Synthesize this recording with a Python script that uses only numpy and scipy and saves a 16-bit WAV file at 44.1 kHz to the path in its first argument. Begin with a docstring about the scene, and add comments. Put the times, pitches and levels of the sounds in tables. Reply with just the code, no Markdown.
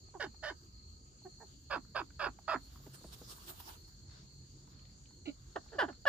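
"""A dirt run with hens: one clucks to the right, then one close by; another shakes dust through its feathers.
Each cluck is a train of syrinx pulses filtered by windpipe and beak, above a sinusoidal chest tone.
Ticks of beaks, feet and wings, wing thumps, grit and shuffling are noise shaped in time and in frequency.
Crickets chirp and insects sing in two bands, as noise in narrow resonances, over a low rumble and far hiss.
"""
import sys
import numpy as np
from scipy import signal
from scipy.fft import rfft, irfft, next_fast_len
from scipy.io import wavfile
from scipy.ndimage import uniform_filter1d

SR = 44100
rng = np.random.default_rng(int(sys.argv[2]) if len(sys.argv) > 2 else 0)


def dump(signal):
    """Clip the signal to [-1, 1] and save it as 16-bit WAV at the path in sys.argv[1]."""
    limited = np.clip(np.atleast_2d(signal).T, -1, 1)
    pcm = np.round(limited * 32767).astype(np.int16)
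    wavfile.write(sys.argv[1], SR, pcm)


N = 268128   # length in samples

# Notes of the hens. Each row: start, attack, hold and fall in seconds, first held, last held and end pitch in Hz,
# chest, windpipe and beak level in dB, onset relative to these in dB, swell over the hold in dB, voice, hen.
CLUCKS = [ (0.14, 0.0079, 0.0033, 0.023, 464, 389, 346, -52.5, -55, -74, 3, 4.5, "clear", "far, murmur"),
          (0.196, 0.008, 0.019, .044, 572, 519.2, 291.4, -44, -50, -41, -9, 3, "rough", "far, turned"),
          (0.425, .013, 0.058, 0.027, 633.7, 593, 285.4, -45.5, -50.5, -43, -8.5, 1, "rough", "far, turned"),
          (1.248, 0.0075, 0.0088, 0.013, 375, 352, 378, -48.5, -54, -67.5, -11, 1, "clear", "far, murmur"),
          (1.400, 0.0046, .020, 0.017, 408, 501, 400, -56.5, -59.5, -67, 3, 3.5, "rough", "far, murmur"),
          (1.698, 0.013, 0.03, 0.038, 560.3, 543.4, 296, -42, -40.5, -39.5, -14, 2.5, "hoarse", "far"),
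          (1.947, 0.012, 0.021, 0.038, 550.2, 531, 325, -40, -37.5, -36.5, -12.5, -1, "hoarse", "far"),
          (2.193, .005, .056, .034, 594, 562.7, 270.7, -45, -41, -41, -3, 4, "hoarse", "far"),
          (2.478, 0.0094, .046, 0.031, 637.6, 640, 254, -40, -35, -42, -1.5, 1, "hoarse", "far"),
          (5.254, 0.0047, 0.013, 0.016, 378.7, 338, 296, -53, -61, -54.5, -2, -3.5, "husky", "low"),
          (5.271, .009, .018, 0.0067, 304.4, 286, 281, -37, -52, -54.5, -13, -3, "husky", "low"),
          (5.555, 0.0072, 0.0017, 0.01, 436, 396.6, 308, -38.5, -35, -39, -14.5, -1, "husky", "near"),
          (5.718, 0.018, .004, 0.044, 451, 472, 290, -45, -56, -57.5, -6.5, -1, "rough", "near"),
          (5.783, 0.009, .020, .040, 541.7, 495.6, 283, -31.5, -33.5, -31, -8.5, -2, "husky", "near"),
          (5.877, 0.0093, 0.0016, .025, 405.3, 370, 261, -42.5, -45.5, -50, -10, -1.5, "husky", "near"),
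          (6.053, 0.0025, 0.0014, 0.0082, 667, 626, 584, -31, -40, -36.5, -7, -10, "clear", "near"),
          (6.059, .014, 0.025, 0.027, 563, 526, 298, -31.5, -32, -25.5, -7, 5.5, "clear", "near"), ]
# Irregularity of the syrinx pulses for each voice, 0 to 1.
ROUGHNESS = {"clear": .1, "husky": .25, "rough": .4, "hoarse": .56}
# Resonances of each throat. First row: windpipe centre as a multiple of the first held pitch, width in Hz.
# Each later row, the beak: centre in Hz, width in Hz, relative level in dB.
FAR_THROAT = [(1.66, 1450), (1583, 375, 0.84), (1674, 246, 0), (2240, 83, -19), (2590, 400, -13.5),
              (3390, 700, -23), (4806, 556, -20), (9300, 560, -44), (11900, 640, -40)]
TURNED_THROAT = [(1.31, 570), (1504, 160, 0.41), (1750, 250, 0), (2200, 240, -14), (2990, 340, -10.5),
                 (3650, 240, -18.5), (4700, 1340, -19.5), (9700, 810, -40), (12000, 740, -38)]   # the far hen with her head turned
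MURMUR_THROAT = [(1.82, 280), (1555, 150, 0), (1690, 320, 0)]   # the far hen with her beak almost shut
LOW_THROAT = [(1.65, 150), (1390, 160, -7), (2240, 320, 0), (2800, 440, -3.8), (4070, 620, -7)]
NEAR_THROAT = [(1.24, 480), (1540, 385, 0), (1752, 363, -0.5), (2400, 160, -25), (2946, 530, -10.5),
               (3190, 1300, -21), (4630, 1380, -23.5), (8900, 3800, -44), (13100, 500, -44)]
# Paths from each hen to the two microphone ports.
# Each row: frequency in Hz, left minus right in dB, phase lag of left in radians.
FAR_PORTS = [(200, 0, 0), (380, -1, .4), (520, -11, .3), (700, -11, .2), (1000, -5, .4), (1350, -10, .3),
             (1700, -8, -.2), (2250, 2, .5), (2800, 2, 1.1), (3600, -1, 2.0), (4400, -7, 1.9),
             (5500, -9, 1.8), (13000, 1, 3.0)]
LOW_PORTS = [(200, -3, .4), (363, -14, 0.34), (650, -2, 1.7), (1310, -1, 2.9), (1620, 2.5, 6.8),
             (2270, 6, 7.3), (2720, -5, 8), (3600, -1.5, 10.7)]
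NEAR_PORTS = [(200, 0, 0), (380, -1, .3), (550, -7, .6), (1000, -8, -1.6), (1350, 0, -1.3), (1700, 2, -1.0),
              (2250, 2, .2), (2800, 4, -.5), (3600, 2, -.6), (5500, -8, -1.2), (10000, 0, 0)]
# Ticks of beaks, feet and wings. Each row: start in seconds, peak in dB, centre in Hz, left minus right in dB.
TICKS = [(0.087, -61, 810, -11), (0.344, -59.5, 750, -15), (1.217, -67.5, 734, -18), (1.387, -68, 895, -10),
         (1.849, -58, 1310, -6), (2.104, -53, 1430, -8), (2.387, -49.5, 740, -13), (2.758, -51, 920, 6),
         (2.866, -57, 940, -12), (3.041, -55.5, 800, -15), (3.217, -59, 815, -19), (3.383, -52.5, 1010, 0),
         (3.601, -47.5, 940, -6), (4.097, -60.5, 1435, 3), (4.675, -66, 1020, -19),
         (4.794, -60.5, 2920, 12), (4.853, -55.5, 3120, 11), (5.057, -58.5, 2750, 17),
         (5.106, -64.5, 860, -11), (5.504, -65, 3380, -4), (5.661, -61, 800, -11), (5.687, -62, 2010, 0),
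         (5.928, -54.5, 1514, 2)]
# Fence and sacks as reflectors. Each row: lag at the left in seconds, left level in dB, right level in dB.
ECHOES = [(.006, -14, -13), (.013, -43, -7.5), (.024, -21.5, -27.5), (.041, -41.5, -26.5)]
# Wing beats against the ground. Each row: start in seconds, peak in dB.
THUMPS = [(2.801, -57.5), (2.863, -47), (3.012, -56), (3.043, -44.5), (3.159, -61), (3.214, -45.5),
          (3.374, -58), (3.419, -68), (3.598, -69)]
# Throws of grit through the feathers. Each row: middle in seconds, rms level in dB, half length in seconds.
THROWS = [(2.75, -66, 0.023), (2.867, -68, 0.023), (2.948, -53, 0.01), (3.137, -49, 0.011),
          (3.311, -49, 0.019), (3.496, -45.5, 0.017), (3.603, -51, 0.0063), (3.695, -48.5, 0.025),
          (3.742, -56, 0.02), (3.886, -67.5, 0.012)]
# Grit trickling between throws. Each row: time in seconds, level in dB.
SETTLING = [(2.5, -72), (3.126, -62.5), (3.492, -58), (3.604, -57), (3.73, -66), (3.876, -77), (4.05, -84)]
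# Hens shuffling in dry dirt. Each row: middle in seconds, rms level in dB, half length in seconds.
SHUFFLES = [(.3, -81, 0.24), (1.5, -71.5, 0.039), (2.1, -79.5, .3), (3.15, -70, 0.86), (4.16, -61.5, 0.053),
            (4.8, -70.5, 0.21), (5.72, -68, 0.25)]
# Spectra of grit, shuffling, and rumble with far hiss. Each row: frequency in Hz, relative density in dB per Hz.
GRIT_SPECTRUM = [(300, 4), (450, -9.5), (800, -3.5), (1150, 0.5), (2200, -19), (2900, -7), (4600, -6),
                 (6300, -3.5), (7300, -31.5), (9000, 2.5), (11500, -17.5), (13500, -5), (15700, -9)]
SHUFFLE_SPECTRUM = [(290, -36), (500, -5), (712, -5), (782, -4.5), (1410, -1), (2640, -12.5), (4440, 2.5),
                    (6000, -11.5), (7800, -37.5), (13200, -120)]
AIR_SPECTRUM = [(15, -35), (25, -3.5), (59, 5), (140, -8), (369, -16), (582, -31), (1270, -32),
                (2360, -38.5), (3730, -31.5), (4380, -51), (5430, -45), (6920, -30), (9820, -62.5),
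                (13200, -32.5), (15500, -58.5)]
# Correlation of the two channels of noise. Each row: frequency in Hz, left-right correlation from -1 to 1.
LIKENESS = [(60, .95), (200, .95), (350, .7), (600, -.1), (1200, -.3), (2500, -.1), (4400, .15),
            (8000, .05)]
# Chirps of the nearest crickets. Each row: start in seconds, length in seconds, rms level in dB.
CHIRPS = [(0, 0.12, -64.5), (0.273, 0.25, -64), (0.747, 0.23, -63.5), (1.19, .29, -63.5),
          (1.636, 0.37, -67), (2.158, 0.15, -65), (2.442, 0.24, -63.5), (2.93, 0.16, -68),
          (3.362, 0.17, -71), (3.758, 0.43, -67.5), (4.262, 0.193, -65), (4.72, .19, -67),
          (5.08, 0.27, -67.5), (5.513, 0.35, -68), (5.9, 0.077, -64)]
# Resonances of crickets and of both insect bands. Each row: centre in Hz, width in Hz, relative level in dB.
CRICKET_MODES = [(4288, 112, 6.5), (4298, 270, 0)]
LOW_CHORUS = [(4523, 490, 5.5), (4190, 120, 1.5)]
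HIGH_CHORUS = [(6910, 500, -0.5), (6520, 1200, -3.5)]
# Level in time of a narrow low rumble band near 134 Hz. Each row: time in seconds, level in dB.
RUMBLE_BAND = [(0.0, -63.5), (0.8, -71.5), (1.81, -63), (2.71, -68.5), (2.89, -58.5), (3.61, -69),
               (4.17, -60.5), (6.08, -68)]
# Faint thin tones. Each row: start in seconds, end in seconds, centre in Hz, left level in dB.
HUMS = [(0, 1.55, 1263, -77), (5.57, 5.73, 1650, -78)]

# Level after the hold, in dB for chest, windpipe and beak: at mid-fall, end of fall, end of release.
MID_FALL_DB, FALLEN_DB, RELEASED_DB = (-3.5, -0.5, -6), (-9, -6, -20.5), (-14, -55, -40)
ONSET_SHARE = (1, 1, 2.07)   # share of the onset dB taken by chest, windpipe and beak
RELEASE_S = 0.015
EARLY_DROP, RELEASE_DROP = .56, .88   # share of the fall (log pitch) done half way; last pitch over end pitch
TIGHT_ONSET, SLACKEN_S = .1, .006   # share of pitch added at onset, and its decay time
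STROKES_PER_S, STROKE_DEPTH, CHIRP_EDGE_S = 22.66, 0.27, 0.062   # wing strokes within a chirp
LOW_CHORUS_DB, HIGH_CHORUS_DB, AIR_DB = -69, -68, -57
CUTOFF_HZ = 15800


def amp(db):
    """A level in dB is twenty times the logarithm of the amplitude ratio."""
    return 10 ** (np.asarray(db) / 20)


def rms_one(x):
    """Division by the root mean square gives unit effective value."""
    return x / np.sqrt(np.mean(x ** 2) + 1e-20)


def in_time(rows, silent=None):
    """Linear interpolation reads the columns of a table at every sample."""
    s, *columns = np.transpose(rows)
    return [np.interp(np.arange(N) / SR, s, c, silent, silent) for c in columns]


def at_hz(points, hz, axis=1):
    """Interpolation of a column along a logarithmic frequency scale."""
    points = np.array(points)
    return np.interp(np.log(hz + 1), np.log(points[:, 0]), points[:, axis])


def drift(rate, size=N):
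    """White noise through a double pole at the given rate in Hz wanders slowly, with spread 1."""
    r = np.exp(-2 * np.pi * rate / SR)
    settle = SR // 4
    wander = signal.lfilter([1], [1, -2 * r, r * r], rng.standard_normal(size + settle))
    return rms_one(wander[settle:])


def resonate(x, hz, width):
    """A damped resonator: a conjugate pole pair sets centre and width, with gain 1 at the peak."""
    r = np.exp(-np.pi * width / SR)
    return signal.lfilter([(1 - r * r) / 2, 0, (r * r - 1) / 2], [1, -2 * r * np.cos(2 * np.pi * hz / SR), r * r], x)


def modes(x, table):
    """Parallel resonators of alternating sign, each applied twice so that the valleys stay dark."""
    out = 0
    for k, (hz, width, db) in enumerate(table):
        out = out + (-1) ** k * amp(db) * resonate(resonate(x, hz, width), hz, width)
    return out


def evened(x):
    """Division by the running rms over some 25 ms holds the level near 1."""
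    return x / np.sqrt(uniform_filter1d(x ** 2, size=1100, mode="reflect") + 1e-12)


def banded(white, spectrum, patchy_db):
    """Noise split into bands, each with its own level, flicker and interchannel correlation; rms 1."""
    out = 0
    edges = 15900 / 2 ** np.arange(0, 9.4, .36)
    for k, (high, low) in enumerate(zip(edges, edges[1:])):
        hz = np.sqrt(low * high)
        if hz > spectrum[0][0]:
            band = signal.butter(2, [low, high], "band", fs=SR, output="sos")
            mid, side = signal.sosfilt(band, white[k % 2])
            alike = at_hz(LIKENESS, hz)
            flicker = np.repeat(drift(240, size=N // 32 + 1), 32)[:N]   # some ten swells a second
            gain = amp(at_hz(spectrum, hz) + patchy_db * flicker)
            out = out + gain * (np.sqrt(1 + alike) * mid + np.sqrt(1 - alike) * side * [[1], [-1]])
    return rms_one(out)


def bursts(rows):
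    """Powers of Gaussian bursts add."""
    t = np.arange(N) / SR
    return sum(amp(db) ** 2 * np.exp(-((t - s) / half) ** 2) for s, db, half in rows)


def gesture(t, row):
    """Fold tension sets pitch and the beak sets brightness: attack, hold, fall while it closes, release."""
    start, attack, hold, fall, hz, held_hz, end_hz, *levels_db, onset_db, swell_db = row
    stages = start + np.cumsum([0, attack, hold, fall / 2, fall / 2, RELEASE_S])
    half_hz = held_hz * (end_hz / held_hz) ** EARLY_DROP
    pitch = np.interp(t, stages, [hz, hz, held_hz, half_hz, end_hz, end_hz * RELEASE_DROP])
    # the folds start tight and slacken at once
    pitch = pitch * (1 + TIGHT_ONSET * np.exp(-np.abs(t - start) / SLACKEN_S))
    after = swell_db + np.array([np.zeros(3), MID_FALL_DB, FALLEN_DB, RELEASED_DB])
    shape = np.vstack([onset_db * np.array(ONSET_SHARE), np.zeros(3), after]) + levels_db
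    return pitch, *(np.interp(t, stages, column) for column in shape.T)


def cluck(row, rough, throat):
    """Source and filter: syrinx pulses, uneven when rough, excite windpipe and beak above a chest tone."""
    start, end = row[0], sum(row[:4]) + RELEASE_S
    t = (round(start * SR) + np.arange(-600, 7000)) / SR
    size = len(t)
    hz, chest_db, pipe_db, beak_db = gesture(t, row)
    rough = np.minimum(rough * np.sqrt(hz.max() / hz), 1)   # slack folds at the end of a call flap unevenly
    jitter = .07 * drift(60, size=size) + 0.097 * drift(300, size=size)
    cycles = np.cumsum(hz * (1 + rough * jitter)) / SR
    number = cycles.astype(int)
    strong_weak = .5 * (-1) ** number   # every second pulse weaker: half-pitch lines
    uneven = strong_weak + .65 * rng.standard_normal(number[-1] + 1)[number]
    pulses = np.diff(number, prepend=0) * (1 + rough * uneven)
    folds_open = cycles % 1 < .4
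    breath = 0.23 * rough * rng.standard_normal(size) * folds_open   # air rushes while the folds are open
    source = pulses + breath
    chest = np.sqrt(2) * np.sin(2 * np.pi * cycles) * amp(4.5 * rough * drift(80, size=size))
    # a stretched neck raises pitch and windpipe alike
    pipe_ratio, pipe_width = throat[0]
    pipe = modes(source, [(pipe_ratio * row[4], pipe_width, 0)])
    pipe = signal.sosfilt(signal.butter(4, 1500, fs=SR, output="sos"), pipe)
    beak = modes(source, throat[1:])
    above = amp(pipe_db) * evened(pipe) + amp(beak_db) * evened(beak)
    edge = np.clip(np.minimum((t - start) / 0.003, (end + 0.0041 - t) / 0.0079), 0, 1)
    return round(t[0] * SR), edge * (amp(chest_db) * chest + above)


def hen(name, throat, ports):
    """Superposed notes of one hen, with the level and phase differences of her paths to two ports."""
    voice = np.zeros(next_fast_len(N + SR // 4))
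    for *row, kind, who in CLUCKS:
        if who == name:
            start, sound = cluck(row, ROUGHNESS[kind], throat)
            voice[start:start + len(sound)] += sound
    voice = voice - 0.99 * resonate(voice, 484, 120)   # the bounce off the ground cancels a narrow band
    hz = np.fft.rfftfreq(len(voice), 1 / SR)
    left_over_right = amp(at_hz(ports, hz)) * np.exp(-1j * at_hz(ports, hz, axis=2))
    # scaled so that the mean of the ports keeps the voice's level, short of deep cancellation
    right = 2 / np.maximum(np.abs(1 + left_over_right), .8) * rfft(voice)
    return irfft([left_over_right * right, right], len(voice))[:, :N]


def all_hens():
    """One resonator set per throat posture; the far hen holds her head otherwise in the early calls."""
    hens = hen("far, turned", TURNED_THROAT, FAR_PORTS)
    hens += hen("far", FAR_THROAT, FAR_PORTS)
    hens += hen("low", LOW_THROAT, LOW_PORTS)
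    hens += hen("near", NEAR_THROAT, NEAR_PORTS)
    hens += hen("far, murmur", MURMUR_THROAT, FAR_PORTS)
    return hens


def ticks():
    """Impact of beak, foot or wing: a decaying puff of noise takes its colour from one broad resonance."""
    size = 1500
    out = np.zeros((2, N + size))
    fall = np.exp(-np.arange(size) / SR / .0035)
    for (s, db, hz, pan_db), noise in zip(TICKS, rng.standard_normal((len(TICKS), size))):
        puff = modes(noise * fall, [(hz, .7 * hz, 0)])
        start = round(s * SR)
        gain = amp([[db + pan_db / 2], [db - pan_db / 2]])
        out[:, start:start + size] += puff / np.abs(puff).max() * gain
    return out[:, :N]


def yard(x):
    """Reflection: delayed, lowpassed copies cross to the other side, with longer lags at the right."""
    crossed = x[::-1]
    dull = signal.lfilter([.4], [1, -.6], crossed)
    out = np.zeros((2, N))
    for lag, *side_db in ECHOES:
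        for k in range(2):
            n = round(lag * (1 + 0.187 * k) * SR)
            out[k, n:] += amp(side_db[k]) * dull[k, :-n]
    return out


def thumps():
    """Displaced air: a decaying noise push through two low, broad resonances."""
    size = 2000
    out, t = np.zeros(N), np.arange(size) / SR
    for (s, db), noise in zip(THUMPS, rng.standard_normal((len(THUMPS), size))):
        push = resonate(resonate(noise * np.exp(-t / .011), 260, 300), 200, 350)
        start = round(s * SR)
        out[start:start + size] += push / np.abs(push).max() * amp(db)
    return out


def dust_bath():
    """Many small impacts: dense grains of grit of random size, thrown in bursts and trickling between."""
    power = bursts(THROWS) + amp(in_time(SETTLING, -120)[0]) ** 2
    grains = rng.standard_normal((2, 2, N)) * amp(2.15 * rng.exponential(1, N))
    balance = amp([[-1.2], [1.2]])   # slightly to the right
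    return np.sqrt(power) * balance * banded(grains, GRIT_SPECTRUM, patchy_db=3.5)


def shuffling(white):
    """Friction on dry dirt: band-shaped noise under Gaussian bursts of power."""
    return np.sqrt(bursts(SHUFFLES)) * banded(white, SHUFFLE_SPECTRUM, patchy_db=2.5)


def crickets():
    """Amplitude modulation: a narrow rasp, switched on for each chirp and pulsed by the wing strokes."""
    t, gain = np.arange(N) / SR, 0
    for start, length, db in CHIRPS:
        on = np.clip(np.minimum(t - start, start + length - t) / CHIRP_EDGE_S + .5, 0, 1)
        strokes = 1 - STROKE_DEPTH * np.cos(2 * np.pi * STROKES_PER_S * (t - start + 0.013))
        gain = gain + amp(db) * on * strokes
    return gain * rms_one(modes(rng.standard_normal((2, N)), CRICKET_MODES))


def chorus(table, level_db, throb_db):
    """Many sources merge into narrow-band noise, each group swelling slowly, all gently throbbing."""
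    white = rng.standard_normal((2, N))
    groups = sum(amp(1.8 * drift(2.5)) * modes(white, [group]) for group in table)
    return amp(level_db + throb_db * drift(30.0)) * rms_one(groups)


def air(white):
    """Broadband background: flickering noise bands form rumble and far hiss, slightly to the right."""
    return amp(AIR_DB + np.array([[-.5], [.5]])) * banded(white, AIR_SPECTRUM, patchy_db=3.0)


def low_rumble(white):
    """Narrow-band noise wavers by itself: a band near 134 Hz with a level in time, a deeper one at a set level."""
    upper = amp(in_time(RUMBLE_BAND)[0]) * rms_one(modes(white[0, 0], [(134.1, 20.0, 0)]))
    deeper = amp(-69.0) * rms_one(modes(white[1, 0], [(58.2, 14, 0)]))
    return upper + deeper


def hums():
    """Narrow resonances of noise waver as tones, in opposite phase at the two ports."""
    t, out = np.arange(N) / SR, 0
    for start, end, hz, db in HUMS:
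        on = np.clip(np.minimum(t - start, end - t) / 0.033, 0, 1)
        out = out + amp(db) * on * rms_one(modes(rng.standard_normal(N), [(hz, 40, 0)]))
    return out * [[1], [-.6]]


def scene():
    """Superposition of hens, ticks, thumps, dirt sounds and the background."""
    near = all_hens() + ticks()
    ground = yard(near) + thumps() + dust_bath()
    insects = chorus(LOW_CHORUS, LOW_CHORUS_DB, throb_db=1.2)
    insects = insects + chorus(HIGH_CHORUS, HIGH_CHORUS_DB, throb_db=.8)
    white = rng.standard_normal((2, 2, N))
    backwards = white[..., ::-1]   # reversed noise sounds independent of the forward noise
    background = air(white) + low_rumble(white) + hums()
    return near + ground + shuffling(backwards) + crickets() + insects + background


def record(dry):
    """Band limitation: the microphone loses the deepest bass, and the top is cut steeply."""
    dry = signal.sosfilt(signal.butter(4, 42, "high", fs=SR, output="sos"), dry)
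    return signal.sosfilt(signal.cheby2(20, 70, CUTOFF_HZ, fs=SR, output="sos"), dry)


dry = scene()
out = record(dry)
dump(out)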